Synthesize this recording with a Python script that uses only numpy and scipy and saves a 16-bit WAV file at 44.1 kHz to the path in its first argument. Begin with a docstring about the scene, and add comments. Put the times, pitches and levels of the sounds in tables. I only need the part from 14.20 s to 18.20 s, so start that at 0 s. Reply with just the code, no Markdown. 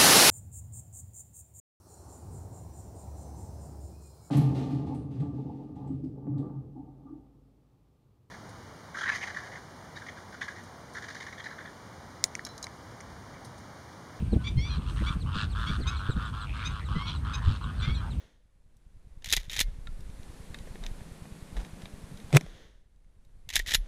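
"""Wind rumbles and bumps on the microphone, then a flock of flamingos starts gabbling on a lagoon shore.
Their nasal honks overlap, each a rattle of about a hundred throat pulses a second with rasping air.
Gull-like birds yelp and mew among them and a small bird repeats a thin falling chirp.
Further off are hoarse squawks, more honks and the murmur of the far flock."""
import sys
import numpy as np
from scipy import signal
from scipy.fft import rfft, irfft, next_fast_len
from scipy.io import wavfile

SR = 44100
rng = np.random.default_rng(int(sys.argv[2]) if len(sys.argv) > 2 else 0)


def wrap_up_sound(samples):
    """Save the sound to the file named by the first command line argument, as 16-bit audio."""
    columns = np.atleast_2d(samples).T
    # keep every value between -1 and 1, then stretch to whole-number steps
    tamed = np.clip(columns, -1, 1)
    steps = np.round(tamed * 32767).astype(np.int16)
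    wavfile.write(sys.argv[1], SR, steps)


N = 176400
T = np.arange(N) / SR
CUTOFF_HZ = 12200


def from_db(db):
    """Decibels to gain."""
    return 10 ** (np.asarray(db) / 20)


def rms_one(x):
    """Scale to unit power."""
    return x / np.sqrt(np.mean(x ** 2) + 1e-20)


def gain_at(spectrum, hz):
    """Read a spectrum of (frequency [Hz], level [dB]) points as gain."""
    freqs, db = np.transpose(spectrum)
    return from_db(np.interp(np.log(hz + 1), np.log(freqs), db))


def coloured(x, spectrum):
    """Filter a signal by a spectrum and scale to unit power."""
    size = next_fast_len(len(x) + 512)
    gain = gain_at(spectrum, np.fft.rfftfreq(size, 1 / SR))
    return rms_one(irfft(rfft(x, size) * gain, size)[:len(x)])


def tilted(spectrum, db_per_octave):
    """Brighten or dull a spectrum above 3400 Hz."""
    return [(hz, db + db_per_octave * max(np.log2(hz / 3400), 0)) for hz, db in spectrum]


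def drift(per_s, size):
    """Random wander of spread about 1, turning per_s times a second."""
    knots = rng.standard_normal(2048)
    return np.interp(T[:size] * per_s, np.arange(len(knots)), knots)


def resonate(x, hz, width_hz):
    """One resonance with unit gain at its peak."""
    r = np.exp(-np.pi * width_hz / SR)
    feedback = [1, -2 * r * np.cos(2 * np.pi * hz / SR), r * r]
    return signal.lfilter(np.array([1, 0, -1]) * (1 - r * r) / 2, feedback, x)


def fade(t, length, attack_s, release_s):
    """Linear attack, hold and release."""
    return np.clip(t / attack_s, 0, 1) * np.clip((length - t) / release_s, 0, 1)


def add(out, start, x):
    """Mix a sound in at its time."""
    i = max(int(start * SR), 0)
    out[i:i + len(x)] += x[:max(N - i, 0)]


# spectrum of the far flock at the microphone: (frequency [Hz], level [dB])
MURMUR_SPECTRUM = [(400, -2.5), (520, -5.5), (900, -3), (1200, -7), (1900, -12.5), (2500, -9),
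                   (4200, -16.5), (6400, -29), (8700, -29.5), (12000, -28.5)]
def far_flock():
    """Far off, the flock blurs into a fluttering murmur."""
    return from_db(-55 + 2 * drift(40, N)) * coloured(rng.standard_normal(N), MURMUR_SPECTRUM)


# spectrum of the hiss behind the birds: (frequency [Hz], level [dB])
HISS_SPECTRUM = [(3000, -7.5), (6500, -2), (7800, -6.5), (8700, 5), (9800, -9), (12000, -9.5)]
# its soft swells: (time [s], length [s], rise [dB])
HISS_SWELLS = [(0.668, 0.29, 6), (1.36, 0.26, 5.5)]
def high_hiss():
    """A faint high hiss in the background swells twice."""
    swell_db = sum(db * fade(T - start, length, 0.034, 0.015) for start, length, db in HISS_SWELLS)
    return from_db(-65 + swell_db) * coloured(rng.standard_normal(N), HISS_SPECTRUM)


# trend of the wind at the microphone: (time [s], level [dB])
WIND_TREND = [(0, -28.5), (2.3, -35), (4, -30.5)]
# spectrum of its rumble: (frequency [Hz], level [dB])
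WIND_SPECTRUM = [(20, -44), (31, -28), (42, 0.5), (65, 3.5), (100, -1.5), (150, -8), (200, -16), (235, -17),
                 (290, -23), (370, -31), (500, -35.5), (1000, -61), (3000, -86)]
def wind_rumble():
    """Wind on the microphone makes a low, lumpy rumble."""
    level_db = np.interp(T, *np.transpose(WIND_TREND)) + 0.5 + 2 * drift(25.08, N)
    return from_db(level_db) * coloured(rng.standard_normal(N), WIND_SPECTRUM)


# wind bumps on the microphone: (peak time [s], quarter length [s], level [dB], centre [Hz])
BUMPS = [(0.026, 0.0078, -26.5, 204), (0.134, 0.0097, -20, 250), (0.165, 0.0081, -21, 250),
         (0.38, 0.016, -21.5, 126), (0.59, 0.0071, -28.5, 172), (0.819, 0.0086, -28.5, 232),
         (.908, .009, -31, 169), (0.966, 0.0095, -29.5, 187), (1.166, .012, -30.5, 209.4),
         (1.509, 0.013, -27.5, 177), (1.603, 0.016, -30, 216), (1.897, 0.0063, -20, 186),
         (1.975, .012, -27, 203), (2.765, 0.017, -26, 171), (3.286, 0.023, -18, 95),
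         (3.691, 0.012, -22.5, 130)]
# spectrum of one bump: (frequency [multiple of its centre], level [dB])
BUMP_SPECTRUM = [(.15, 2), (.6, -9), (.9, 3), (1.15, -5.5), (1.6, -15), (2.6, -24.5), (4, -38.5), (12, -79)]
def wind_bumps():
    """Eddies hit the microphone in brief bumps that reach higher than the rumble."""
    out = np.zeros(N)
    for peak, quarter, db, hz in BUMPS:
        eddy = coloured(rng.standard_normal(SR // 2), np.array(BUMP_SPECTRUM) * [hz, 1])
        window = signal.windows.hann(int(4 * quarter * SR))
        bump = rms_one(eddy[:len(window)] * window) * np.sqrt(np.mean(window ** 2))
        add(out, peak - 2 * quarter, from_db(db) * bump)
    return out


def honk_arch(progress):
    """A honk's pitch rises and falls: its offset as a share of the mean."""
    return 0.1059 * (np.sin(np.pi * progress) - 2 / np.pi)


# a flamingo's throat when it resonates at 1320 Hz: (frequency [Hz], level [dB])
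THROAT_SPECTRUM = [(600, -57), (850, -14), (1100, 2), (1300, 3.5), (1520, 0.5), (1750, -15), (2100, -30),
                   (2650, -18.5), (3100, -14), (3380, -8), (3800, -35), (5000, -30)]
def throat_pulses(cycles, hz, throat_hz, stop_harmonic):
    """Pulses as fluttering harmonics; each arrives a little early or late, which smears the pulse."""
    smear_s, flutter, flutter_per_s = .0011, .33, 45
    out, lag = 0, 0
    for k in range(5, stop_harmonic):
        lag += rng.normal(0, smear_s) * hz.mean()
        gain = gain_at(THROAT_SPECTRUM, k * hz * 1320 / throat_hz) * from_db(rng.normal(0, 2))
        gain *= 1 + flutter * drift(flutter_per_s, len(hz))
        phase = 2 * np.pi * (k * (cycles - .5) + lag) + flutter * drift(flutter_per_s, len(hz))
        out = out + gain * np.cos(phase)
    return rms_one(out)


def far_honks():
    """Birds further along the shore honk at random, each at its own pitch."""
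    out = np.zeros(N)
    progress = np.linspace(0, 1, int(0.1522 * SR))
    bend = 1 + honk_arch(progress)
    for start, pulse_hz, throat_ratio, db in rng.uniform([.4, 80, .8, -60.5], [3.8, 125, 1.2, -53.5], (44, 4)):
        hz = pulse_hz * bend
        voice = throat_pulses(np.cumsum(hz) / SR, hz, 1324 * throat_ratio * bend, stop_harmonic=24)
        add(out, start, from_db(db) * np.sin(np.pi * progress) * voice)
    return out


# hoarse squawks further off: (time [s], length [s], resonance [Hz], level [dB])
SQUAWKS = [(0.761, 0.075, 1900, -50.5), (1.114, 0.11, 3100, -46.5), (2.242, 0.12, 2570, -49.5),
           (2.351, 0.17, 2270, -47.5), (2.588, 0.065, 1940, -51.5), (2.854, 0.087, 3280, -43.5),
           (3.009, 0.29, 1590, -49.5), (3.212, 0.035, 950, -49), (3.84, 0.069, 857, -49.5)]
def squawks(rattle_hz=85):
    """Rattling air passes through one throat resonance, swelling and fading."""
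    out = np.zeros(N)
    for start, length, hz, db in SQUAWKS:
        t = T[:int(length * SR)]
        air = np.exp(-np.cos(2 * np.pi * rattle_hz * t)) * rng.standard_normal(SR)[:len(t)]
        width_hz = 0.31 * hz
        call = resonate(resonate(air, hz, width_hz), hz, width_hz)
        add(out, start, from_db(db) * rms_one(call) * np.sqrt(np.sin(np.pi * t / length)))
    return out


def whistle(hz, spectrum, wobble=0.011, edge_s=0.0213, hoarse_db=-10):
    """A bird note: harmonics of an unsteady pitch, each fluttering a little, shaped by the throat."""
    size, waver_per_s = len(hz), 70
    unsteady_hz = hz * (1 + wobble * drift(866, size) + .004 * drift(waver_per_s, size))
    phase = 2 * np.pi * np.cumsum(unsteady_hz) / SR
    note = 0
    for k in range(1, 11):
        gain = gain_at(spectrum, k * hz) * (k * hz < CUTOFF_HZ)
        flutter = from_db(2.6 * drift(waver_per_s, size))
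        hoarseness = from_db(hoarse_db) * drift(908, size) * np.cos(k * phase)
        note += gain * flutter * (np.sin(k * phase) + hoarseness)
    return rms_one(note) * fade(T[:size], T[size - 1], edge_s, edge_s)


# thin calls far off: (time [s], length [s], final pitch [Hz], rise [share], level [dB])
HELD_CALLS = [(.02, 0.14, 1595, .06, -64.5), (.172, 0.072, 1500, 0.0066, -55.5)]
# their spectrum at the microphone: (frequency [Hz], level [dB])
HELD_SPECTRUM = [(1600, -2), (3200, -18), (8000, -45)]
def held_calls():
    """Distant whistles ease up to a pitch and hold it."""
    out = np.zeros(N)
    for start, length, hz, rise, db in HELD_CALLS:
        progress = np.linspace(0, 1, int(length * SR))
        glide = hz * (1 - rise * (1 - progress) ** 2)
        add(out, start, from_db(db) * whistle(glide, HELD_SPECTRUM))
    return out


# a small bird on the shore: (time [s], level [dB], pitch [ratio])
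CHIRPS = [(0.099, -57, 1.03), (.54, -59, 1.04), (0.992, -55.5, 1.02), (1.147, -54, 1.1),
          (1.293, -54.5, 1.02), (1.598, -51.5, 1.05), (1.755, -50, 0.92), (1.888, -51, 0.97),
          (2.045, -52, 0.88), (2.196, -53.5, 0.97), (2.354, -57.5, 0.98), (2.496, -58, 1),
          (2.635, -57.5, 0.97), (2.779, -56, 0.87), (2.94, -54.5, 0.99), (3.237, -56, 0.89),
          (3.421, -53.5, 0.97), (3.576, -55, 1.04), (3.738, -49.5, 0.9), (3.899, -54.5, 0.93)]
# typical path of one chirp: (time [s], pitch [Hz])
CHIRP_GLIDE = [(0, 3760), (.01, 4500), (.02, 4100), (0.036, 3800), (.046, 3100), (0.058, 2600)]
# spectrum of its voice: (frequency [Hz], level [dB])
CHIRP_SPECTRUM = [(2700, 1), (4000, 8), (4600, 2), (6300, -19), (7800, -1.5), (9000, -10.5), (11000, -56)]
def small_bird():
    """A chirp flicks up and falls, never quite alike, up to about seven times a second."""
    out = np.zeros(N)
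    path_s, path_hz = np.transpose(CHIRP_GLIDE)
    for start, db, ratio in CHIRPS:
        times = path_s * (1 + .13 * rng.uniform(-1.03, 1))
        pitches = ratio * path_hz * (1 + .018 * rng.standard_normal(len(path_hz)))
        glide = np.interp(T[:int(times[-1] * SR)], times, pitches)
        chirp = whistle(glide, CHIRP_SPECTRUM, wobble=0.0072, edge_s=0.015, hoarse_db=-8)
        add(out, start, from_db(db) * chirp)
    return out


# mews among the flock: (time [s], length [s], top pitch [Hz], level before the break [dB],
# level after it [dB], treble tilt before it [dB/octave])
MEWS = [(0.366, .2, 1173, -43.5, -43, 0), (1.617, 0.23, 1135, -54, -51.5, -14),
        (2.744, .19, 1110, -45.5, -44, -10), (3.616, .2, 1130, -46, -48.5, -15)]
# voice before the break: (frequency [Hz], level [dB])
MEW_HIGH_SPECTRUM = [(1000, -37), (1700, 0), (2200, 5), (2550, 0), (3300, 3), (4400, -1), (5000, -7.5),
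                     (5750, -3), (6900, -27), (10000, -58)]
# voice after the break: (frequency [Hz], level [dB])
MEW_LOW_SPECTRUM = [(900, -45), (1680, -19), (2500, -1.5), (3300, 1), (4200, 3.5), (5000, -39), (5800, -9),
                    (6800, -41), (10000, -55)]
def gull_mews(break_share=.6, overlap_s=0.0213, low_hz=841):
    """A long gull-like call rises, breaks to a lower register and sinks."""
    out = np.zeros(N)
    for start, length, top_hz, high_db, low_db, tilt in MEWS:
        progress = np.linspace(0, 1, int((length * break_share + overlap_s) * SR))
        rising_hz = top_hz * (1 - 0.105 * np.cos(np.pi / 2 * progress) ** 3)
        add(out, start, from_db(high_db) * whistle(rising_hz, tilted(MEW_HIGH_SPECTRUM, tilt)))
        sink = np.linspace(0, 1, int(length * (1 - break_share) * SR)) ** 2
        low_note = (1 - .5 * sink) * whistle(low_hz * (1 - 0.091 * sink), MEW_LOW_SPECTRUM)
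        add(out, start + length * break_share, from_db(low_db) * low_note)
    return out


# yelps among the flock: (time [s], length [s], midway pitch [Hz], level [dB])
YELPS = [(0.237, 0.05, 1157, -43), (0.264, 0.036, 1166, -39.5), (0.86, 0.042, 1155, -37.5),
         (1.463, 0.051, 1130, -40), (1.666, 0.041, 1263, -37), (2.448, 0.038, 1244, -37),
         (2.868, 0.0446, 1140, -42.5), (3.131, 0.035, 1251, -38.5), (3.617, 0.045, 1177, -40)]
# spectrum of a yelp pitched at 1262 Hz: (frequency [Hz], level [dB])
YELP_SPECTRUM = [(1200, -37), (2350, -2), (3000, 4.5), (3600, 4), (4800, -7), (5700, -7), (6300, -2),
                 (7400, -15), (8800, -23.5), (11500, -30)]
def gull_yelps():
    """Short, hoarse rising notes; the lower ones are duller."""
    out = np.zeros(N)
    for start, length, hz, db in YELPS:
        progress = np.linspace(0, 1, int(length * SR))
        glide = hz * (1 + 0.0656 * (.25 - (1 - progress) ** 2))
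        spectrum = tilted(YELP_SPECTRUM, db_per_octave=0.12 * (hz - 1262))
        yelp = whistle(glide, spectrum, wobble=0.016, edge_s=0.0081, hoarse_db=-5.5)
        add(out, start, from_db(db) * yelp)
    return out


def neighbour_voice(pulse_hz, throat_hz, progress):
    """A second flamingo joins a honk, sliding about a pitch a little above or below it."""
    interval = .11 * rng.choice([-1, 1])
    slide = .14 * rng.normal() * (progress - .5)
    hz = pulse_hz * (1 + interval + slide)
    return throat_pulses(np.cumsum(hz) / SR + rng.random(), hz, throat_hz, stop_harmonic=40)


# flamingos nearest the microphone: (time [s], length [s], pulse rate [Hz], throat resonance [Hz],
# starting voice level [dB], starting rasp level [dB], swell from start to end [dB])
HONKS = [(.2, 0.084, 102, 1160, -58, -62, 9.5), (0.447, 0.13, 91.9, 1130, -54.5, -55, 7.5),
         (0.604, 0.11, 89, 1150, -61, -61, 14), (0.757, 0.11, 99.5, 1280, -47.5, -50, -4.5),
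         (0.834, 0.11, 91.1, 1314, -40.5, -51, -2), (1.058, 0.095, 104, 1200, -45, -61, 0),
         (1.142, 0.11, 102.7, 1396, -40, -41.5, 1.5), (1.347, 0.11, 109.8, 1386, -42, -51.5, 5.5),
         (1.459, 0.11, 97.6, 1364, -39.5, -44.5, -1), (1.654, .12, 107.9, 1330, -42, -53.5, 2.5),
         (1.79, .125, 97.5, 1350, -42, -55, 2), (1.953, 0.057, 103.2, 1430, -45, -57, -4),
         (1.984, 0.12, 107.7, 1345, -42, -53.5, 1.5), (2.126, 0.13, 103.1, 1343, -42, -54, -1),
         (2.333, .15, 107.9, 1390, -45, -50, 2), (2.484, 0.12, 101.5, 1320, -45, -54, 2),
         (2.683, .15, 102.5, 1260, -44, -54.5, 3.5), (2.851, 0.117, 94, 1210, -47, -52, 2),
         (3.044, 0.15, 103.4, 1291, -43, -53, 1.5), (3.216, 0.056, 99.4, 1210, -51, -53.5, 5),
         (3.268, 0.11, 99.8, 1280, -46, -46.5, -1), (3.408, 0.11, 101.7, 1270, -44, -59.5, -1),
         (3.538, 0.083, 102.3, 1370, -56, -63.5, 10), (3.597, 0.12, 102.4, 1360, -44.5, -49, 0.5),
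         (3.8, .1, 99, 1350, -45.5, -64, -8)]
# spectrum of the rasping air: (frequency [Hz], level [dB])
RASP_SPECTRUM = [(600, -20), (1000, 2), (1700, 1.5), (2100, -12.5), (2700, 0.5), (3450, 2), (4200, -0.5),
                 (4800, -8.5), (5900, -16.5), (7000, -19), (8700, -21), (12000, -55)]
def flamingos(attack_s=0.007, release_s=0.022, jitter=.016, shimmer_db=1.5):
    """Nasal honks whose pitch and throat resonance arch together; each pulse lets out a puff of air."""
    out = np.zeros(N)
    for start, length, pulse_hz, resonance_hz, voice_db, rasp_db, swell_db in HONKS:
        t = T[:int((length + release_s / 2) * SR)]
        progress = t / t[-1]
        arch = honk_arch(progress)
        hz = pulse_hz * (1 + arch + jitter * drift(98, len(t)))
        cycles = np.cumsum(hz) / SR
        throat_hz = resonance_hz * (1 + 0.73 * arch)
        neighbour = from_db(-6) * neighbour_voice(pulse_hz, throat_hz, progress)
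        voice = rms_one(throat_pulses(cycles, hz, throat_hz, stop_harmonic=48) + neighbour)
        puffs = np.exp(-.75 * np.cos(2 * np.pi * cycles))
        rasp = coloured(puffs * rng.standard_normal(SR)[:len(t)], RASP_SPECTRUM)
        effort = from_db(swell_db * progress + shimmer_db * drift(113.5, len(t)))
        honk = from_db(voice_db) * voice + from_db(rasp_db) * rasp
        add(out, start, effort * fade(t, t[-1], attack_s, release_s) * honk)
    return out


# reflections from the shore to the microphone: (delay [s], level [dB])
SHORE_ECHOES = [(0.018, -16.5), (0.036, -17.5), (.064, -32.5)]
def scene():
    """One microphone on the shore: birds and their faint echoes over the far flock, hiss and wind."""
    birds = flamingos() + gull_yelps() + held_calls() + gull_mews() + squawks() + small_bird()
    echoes = sum(from_db(db) * np.interp(T - delay, T, birds, left=0) for delay, db in SHORE_ECHOES)
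    background = far_flock() + high_hiss() + wind_rumble() + wind_bumps() + far_honks()
    return (birds + echoes + background)[None]


def record(dry):
    """The treble is cut steeply above CUTOFF_HZ."""
    return signal.sosfilt(signal.ellip(12, .1, 90, CUTOFF_HZ, fs=SR, output="sos"), dry)


dry = scene()
out = record(dry)
wrap_up_sound(out)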